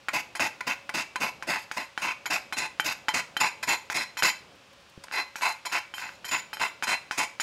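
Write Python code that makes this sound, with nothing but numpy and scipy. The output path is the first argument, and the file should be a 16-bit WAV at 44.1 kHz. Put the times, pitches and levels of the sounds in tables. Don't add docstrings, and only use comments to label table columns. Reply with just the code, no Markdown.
import sys
import numpy as np
from scipy import signal
from scipy.fft import rfft, irfft, next_fast_len
from scipy.io import wavfile
from scipy.ndimage import map_coordinates

SR = 44100
rng = np.random.default_rng(int(sys.argv[2]) if len(sys.argv) > 2 else 0)


def natural_amplitude(level_db):
    exponent = np.asarray(level_db, float) / 20
    return 10 ** exponent


def generate_wav(sig):
    pcm = np.round(np.clip(np.atleast_2d(sig).T, -1, 1) * 32767).astype(np.int16)
    wavfile.write(sys.argv[1], SR, pcm)


N = 327222
TIME = np.arange(N) / SR

# frequency in Hz, relative level per Hz in dB.
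AIR_COLOUR = [(15, -32), (25, -20), (45, -21.5), (59, -8), (242, -14.5), (439, -36), (560, 4), (695, -50),
              (1020, -6.5), (2110, -11.5), (2550, -8), (5730, -17), (16000, -39)]
AIR_DB = -56.5
# time in seconds, rms level in dB.
RUMBLE_LEVEL = [(0.0, -64), (0.29, -56.5), (0.99, -61), (1.4, -55), (2.0, -67), (2.25, -57), (3.72, -58),
                (4.4, -61.5), (5.76, -65), (6.2, -57), (7.42, -63)]
# frequency in Hz, relative level per Hz in dB.
RUMBLE_COLOUR = [(20, -28), (40, -10), (120, 2), (300, 0), (900, 1.5), (2000, -49)]

# time in seconds, relative strength of the tap in dB, relative pressure
# of the skid in dB, time for the skid to fall 60 dB in seconds, how freely the thin rings answer in dB.
LANDINGS = [(0.085, -1.5, -21, 0.035, 0), (0.352, -10.5, -31, 0.059, 0), (0.607, -11, -21, 0.021, -3),
            (0.893, -4, -25.5, 0.03, -7), (1.158, -3.5, -26, 0.033, -3), (1.425, -7.5, -35, 0.042, -8),
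            (1.714, -4, -42.5, 0.51, -10), (1.977, -1, -37.5, 0.25, 0.5), (2.257, -9, -24.5, 0.05, 7.5),
            (2.525, -3.5, -36, 0.15, 3.5), (2.798, 4.5, -24.5, 0.056, 5), (3.084, 3, -19.5, 0.069, 4.5),
            (3.367, -0.5, -29.5, 0.074, 7), (3.626, -35, -28.5, 0.12, 7), (3.9, -2.5, -27, 0.11, -6),
            (4.17, -11, -32, 0.14, 9), (5.037, -40, -26.5, 0.018, -5), (5.357, -10, -43, 0.28, 3.5),
            (5.652, -12, -37.5, 0.22, 8), (5.939, -11, -48, 0.54, 10), (6.245, -14, -39, 0.27, 9),
            (6.531, -8.5, -37, 0.17, 3), (6.825, -2, -31, 0.15, 2), (7.111, -0.5, -37, 0.25, -3),
            (7.399, -2.5, -31.5, 0.12, 6)]
# time in seconds, relative strength in dB.
TOOTH_CATCHES = [(0.396, -3), (0.669, -17), (4.224, 2.5), (5.071, -30), (5.084, -16.5), (5.113, -10.5),
                 (5.386, -23), (5.411, -11), (5.717, -17), (5.982, -12), (6.092, -15), (6.57, -11),
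                 (6.598, -9.5), (6.613, -15), (6.833, -9.5), (6.871, -7)]
# frequency in Hz, width in Hz, level in dB.
NUT_MODES = [(1570, 1650, -10)]
# frequency in Hz, width in Hz, level under tooth bites in dB, level under a blow in dB.
PLATE_GROUPS = [
    [(330, 200, -24, -16), (720, 80, -12, -14), (867, 36, -4, 0), (1010, 55, -2, -10), (1500, 260, -8, 1),
     (2030, 150, -3, -8), (2250, 100, -5, -8), (2470, 100, -2, -8), (3550, 350, -16, -19),
     (4500, 400, -16, -20), (5150, 400, -11, -15), (5700, 450, -15, -18), (6750, 500, -16, -18),
     (7800, 1200, -23, -27), (10600, 1800, -27, -31), (13000, 1800, -34, -38)],
    [(2660, 150, -3, -2)],
    [(3114, 22, -10, 4)],
    [(4084, 18, -3, 0)],
    [(7020, 48, -7, -4)],
    [(11530, 36, -16, -13), (14650, 60, -33, -28)],
]
# time in seconds, freedom of the upper body in dB,
# then of the four thin rings from low to high, each in dB.
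GRIP_DRIFT = [(0, 4.5, -1, -6, -3, -3), (1.2, 2.5, 5.5, -1.5, -3, 2), (2, 2.5, 3, 1.5, -4.5, 2.5),
              (3, 3, 4.5, -2, -0.5, -1), (4.3, -2.5, 6, 3, 2.5, 5), (5.1, 0.5, 3, 5, 0, 8),
              (6.2, 3, 6.5, 2.5, 1, 3.5), (7.4, -0.5, 2, 4, 1.5, -3)]
TAP_BODY_DB = -9.5
SPOT_DB, RING_SPOT_DB = 1.5, 2.5

# frequency in Hz, width in Hz, level in dB.
POT_MODES = [(927, 4.7, -12.5), (2305, 4.7, 6), (2237, 41, -10), (2620, 8.3, -27)]
# frequency in Hz, time to fall 60 dB in seconds.
ROOM_DECAY = [(150, 0.31), (600, 0.32), (2500, 0.36), (8000, .32), (15000, 0.27)]

SKID_HISS_DB, SKID_HISS_FOLLOWS = -42, 0.6
SKID_UNEVEN_DB = 4

# start in seconds, length in seconds, relative peak pressure in dB,
# time from start to peak in seconds, sharpness of the bites in dB against that pressure.
FORWARD_CUTS = [(0.131, 0.073, -31, .025, -2.5), (0.397, 0.075, -27.5, 0.034, -6),
                (0.667, 0.068, -31, 0.025, -5), (0.939, 0.086, -31, 0.037, -4),
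                (1.2, 0.094, -31, 0.044, -6.5), (1.47, 0.17, -30, 0.059, -6.5),
                (1.767, 0.081, -33.5, 0.016, -9.5), (2.017, 0.11, -31.5, 0.056, -9),
                (2.3, 0.076, -29, 0.04, -4.5), (2.565, .108, -33, .05, -5), (2.843, 0.083, -32, 0.056, -1),
                (3.137, 0.066, -28.5, 0.025, -3), (3.4, 0.087, -26.5, 0.029, -6),
                (3.673, 0.077, -28, 0.044, -4), (3.941, 0.094, -30, .045, -2.5),
                (4.227, 0.074, -26.5, 0.02, 0), (5.118, 0.11, -29, 0.055, -11.5),
                (5.415, 0.11, -27.5, 0.042, -9), (5.719, 0.071, -29.5, 0.026, -7),
                (5.975, 0.21, -39, 0.076, -7.5), (6.311, 0.086, -30, 0.019, -6),
                (6.597, 0.088, -27, 0.022, -10), (6.872, 0.075, -26, 0.048, -8),
                (7.175, 0.074, -28.5, 0.021, -4.5)]
BITE_IN_S, LIFT_OFF_S = 0.0092, 0.021
SWELL_S, EASE_S = 0.048, 0.043
EARLY, DULL_DB_PER_S, SHARPEN_DB_PER_S = 0.39, 128, 209
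UNEVEN_DB, UNEVEN_PER_S = 1, 70
GLINT_DB, GLINT_PER_S = 2, 110
# time in seconds, level in dB against the pressure.
HAND_SHUDDER = [(0, -7.5), (1.8, -5.5), (2.1, -12), (2.9, -6), (3.3, -11.5), (4.3, -8), (5.1, -35),
                (5.8, -23), (6.3, -11), (6.6, -19), (6.9, -16.5), (7.3, -11)]
SHAKE_FADES_DB_PER_S = 185
# frequency in Hz, relative level per Hz in dB.
SHUDDER_COLOUR = [(50, -60), (90, -12), (155, -4.5), (317, -0.5), (428, -11.5), (650, 1), (840, -13),
                  (1430, -120)]

# time in seconds, rms level in dB.
TURN_RUB = [(4.33, -71), (4.42, -58), (4.55, -57.5), (4.66, -84)]
# time in seconds, relative level in dB.
BRUSHES = [(4.4894, -69), (4.5544, -57), (4.7294, -53), (4.805, -60), (4.894, -51)]
# time in seconds, relative level in dB.
GRIP_THUMP = [(4.977, -33)]
TOP_HZ = 15760


def unit(x):
    return x / np.sqrt(np.mean(x ** 2) + 1e-20)


def along(points, hz):
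    f, v = np.transpose(points)
    return np.interp(np.log(hz + 1), np.log(f + 1), v)


def filtered(x, response):
    m = next_fast_len(N + SR // 2)
    return irfft(rfft(x, m) * response(np.fft.rfftfreq(m, 1 / SR)), m)[..., :N]


def resonances(modes):
    def response(f):
        total = 0
        for k, (hz, width, db) in enumerate(modes):
            total = total + (-1) ** k * natural_amplitude(db) * 1j * f * width / (hz * hz - f * f + 1j * f * width)
        return total
    return response


def edge(hz):
    return lambda f: (1j * f / (hz + 1j * f)) ** 2


def noise(spectrum):
    return unit(filtered(rng.standard_normal(N), lambda hz: natural_amplitude(along(spectrum, hz))))


def waver(rate):
    return map_coordinates(rng.standard_normal(int(N * rate / SR) + 4), [TIME * rate])


def hum():
    rumble_gain = natural_amplitude(np.interp(TIME, *np.transpose(RUMBLE_LEVEL)))
    return natural_amplitude(AIR_DB) * noise(AIR_COLOUR) + rumble_gain * noise(RUMBLE_COLOUR)


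def blows():
    pushes = np.zeros(N)
    for s, db, *_ in list(LANDINGS) + list(TOOTH_CATCHES):
        pushes[round(s * SR)] = -natural_amplitude(db + 13.5)
    return filtered(pushes, lambda f: 1 / (1 + 1j * f / 5000) ** 3)


def nut_knock(pushes):
    return filtered(pushes, resonances(NUT_MODES))


def freedom():
    when, *drift_db = np.transpose(GRIP_DRIFT)

    def grip(s):
        return np.array([0] + [np.interp(s, when, db) for db in drift_db])

    rows = [(s - BITE_IN_S / 2, *grip(s)) for s, *_ in FORWARD_CUTS]
    for s, *_, ring_db in LANDINGS:
        rings = grip(s)[2:]
        rows.append((s - .003, 0, TAP_BODY_DB, *(ring_db + rings - rings.mean())))
    return np.transpose(sorted(rows))


def plate(teeth, pushes):
    starts, *free_db = freedom()
    contact = np.clip(np.searchsorted(starts, TIME) - 1, 0, None)
    ladder = sorted(mode[0] for group in PLATE_GROUPS for mode in group)
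    out = np.zeros(N)
    for group, db in zip(PLATE_GROUPS, free_db):
        for hz, width, bite_db, blow_db in group:
            spread_db = SPOT_DB if width > 50 or hz < 2000 else RING_SPOT_DB
            spot_db = spread_db * rng.standard_normal(len(starts))
            drive = natural_amplitude(db + spot_db)[contact] * (natural_amplitude(bite_db) * teeth + natural_amplitude(blow_db) * pushes)
            sign = (-1) ** np.searchsorted(ladder, hz)
            out += sign * filtered(drive, resonances([(hz, width, 0)]))
    return out


def pot(near):
    return filtered(near, resonances(POT_MODES))


def kitchen(x):
    out, step = np.zeros(N + 2 * SR), SR // 4
    for a in range(0, N, step):
        hz, t, z = signal.stft(rng.standard_normal(SR // 2), SR, nperseg=256)
        fade = natural_amplitude(-60 * t / along(ROOM_DECAY, hz)[:, None])
        tail = signal.istft(z * fade, SR, nperseg=256)[1]
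        wet = signal.fftconvolve(x[a:a + step], tail / np.linalg.norm(tail))
        out[a + 200:][:len(wet)] += wet
    return out[:N]


def skids():
    press, sharp = np.zeros((2, N))
    stutter = natural_amplitude(SKID_UNEVEN_DB * waver(UNEVEN_PER_S))
    for s, _, skid_db, t60, _ in LANDINGS:
        u = np.clip(TIME - s, 0, 1)
        grab = np.clip(u / .003, 0, 1) * (u < .07)
        ease = natural_amplitude(-60 * u / max(t60, .02))
        bounce = grab * stutter ** np.clip(u / 0.011, 0, 1) * ease
        press += bounce * natural_amplitude(skid_db)
        sharp += bounce * natural_amplitude(SKID_HISS_DB + SKID_HISS_FOLLOWS * (skid_db - SKID_HISS_DB))
    return press, sharp


def cuts():
    press, sharp, shake = np.zeros((3, N))
    for s, length, db, peak, sharp_db in FORWARD_CUTS:
        u = TIME - s
        touch = np.interp(u, [-BITE_IN_S / 2, BITE_IN_S / 2, length, length + LIFT_OFF_S], [0, 1, 1, 0]) ** 2
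        arch_db = db - 6 * ((u - peak) / np.where(u < peak, SWELL_S, EASE_S)) ** 2
        late = u - EARLY * peak
        dulling_db = np.where(late > 0, DULL_DB_PER_S, -SHARPEN_DB_PER_S) * late
        hand_db = np.interp(s, *np.transpose(HAND_SHUDDER))
        press += touch * natural_amplitude(arch_db)
        sharp += touch * natural_amplitude(db + sharp_db - dulling_db)
        shake += touch * natural_amplitude(arch_db + hand_db - SHAKE_FADES_DB_PER_S * late)
    return natural_amplitude(UNEVEN_DB * waver(UNEVEN_PER_S)) * np.array([press, sharp, shake])


def bites(rate, spread_db, smooth):
    chance, size, scrape = rng.random(N), rng.standard_normal(N), rng.standard_normal(N)
    clicks = (chance < rate / SR) * natural_amplitude(spread_db * np.clip(size, -2, 2))
    return unit(unit(clicks) + smooth * scrape)


def tooth_bites(press, sharp):
    dull = press * bites(350, spread_db=1, smooth=0.66)
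    bright = sharp * natural_amplitude(GLINT_DB * waver(GLINT_PER_S)) * bites(2000, spread_db=0.0, smooth=1.63)
    teeth = filtered(dull, lambda f: natural_amplitude(21) / (1 + 1j * f / 3500) ** 2)
    return teeth + filtered(bright, lambda f: natural_amplitude(25.0) * edge(3000)(f))


def shudder(shake):
    return shake * noise(SHUDDER_COLOUR)


def turning_rub():
    rub = unit(filtered(rng.standard_normal(N), lambda f: edge(90)(f) / (1 + 1j * f / 700) ** 2))
    return natural_amplitude(np.interp(TIME, *np.transpose(TURN_RUB), left=-120, right=-120)) * rub


def fingertip_brushes():
    dry = unit(filtered(rng.standard_normal(N), lambda f: edge(3000)(f) / (1 + 1j * f / 6000) ** 2))
    out = np.zeros(N)
    for s, db in BRUSHES:
        out += natural_amplitude(db - 8) * np.exp(-((TIME - s - .004) / .005) ** 2) * dry
    return out


def grip_thump():
    out = np.zeros(N)
    for s, db in GRIP_THUMP:
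        u = np.clip(TIME - s, 0, 1)
        tones = np.sin(2 * np.pi * 170 * u) + 0.58 * np.sin(2 * np.pi * 330 * u)
        out -= natural_amplitude(db - 60 * u / 0.017) * tones
    return out


def scene():
    air = hum()
    pushes = blows()
    skid_press, skid_sharp = skids()
    cut_press, cut_sharp, shake = cuts()
    teeth = tooth_bites(skid_press + cut_press, skid_sharp + cut_sharp)
    grater = nut_knock(pushes) + plate(teeth, pushes) + shudder(shake)
    near = grater + turning_rub() + fingertip_brushes() + grip_thump()
    near = near + pot(near)
    return np.tile(near + natural_amplitude(-11.0) * kitchen(near) + air, (2, 1))


def top_cut(x):
    return signal.sosfilt(signal.butter(12, 16480, fs=SR, output="sos"), x)


def record(dry):
    mix = filtered(dry, lambda f: np.where(f < TOP_HZ, 1, natural_amplitude(-36)))
    return top_cut(mix)


dry = scene()
out = record(dry)
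generate_wav(out)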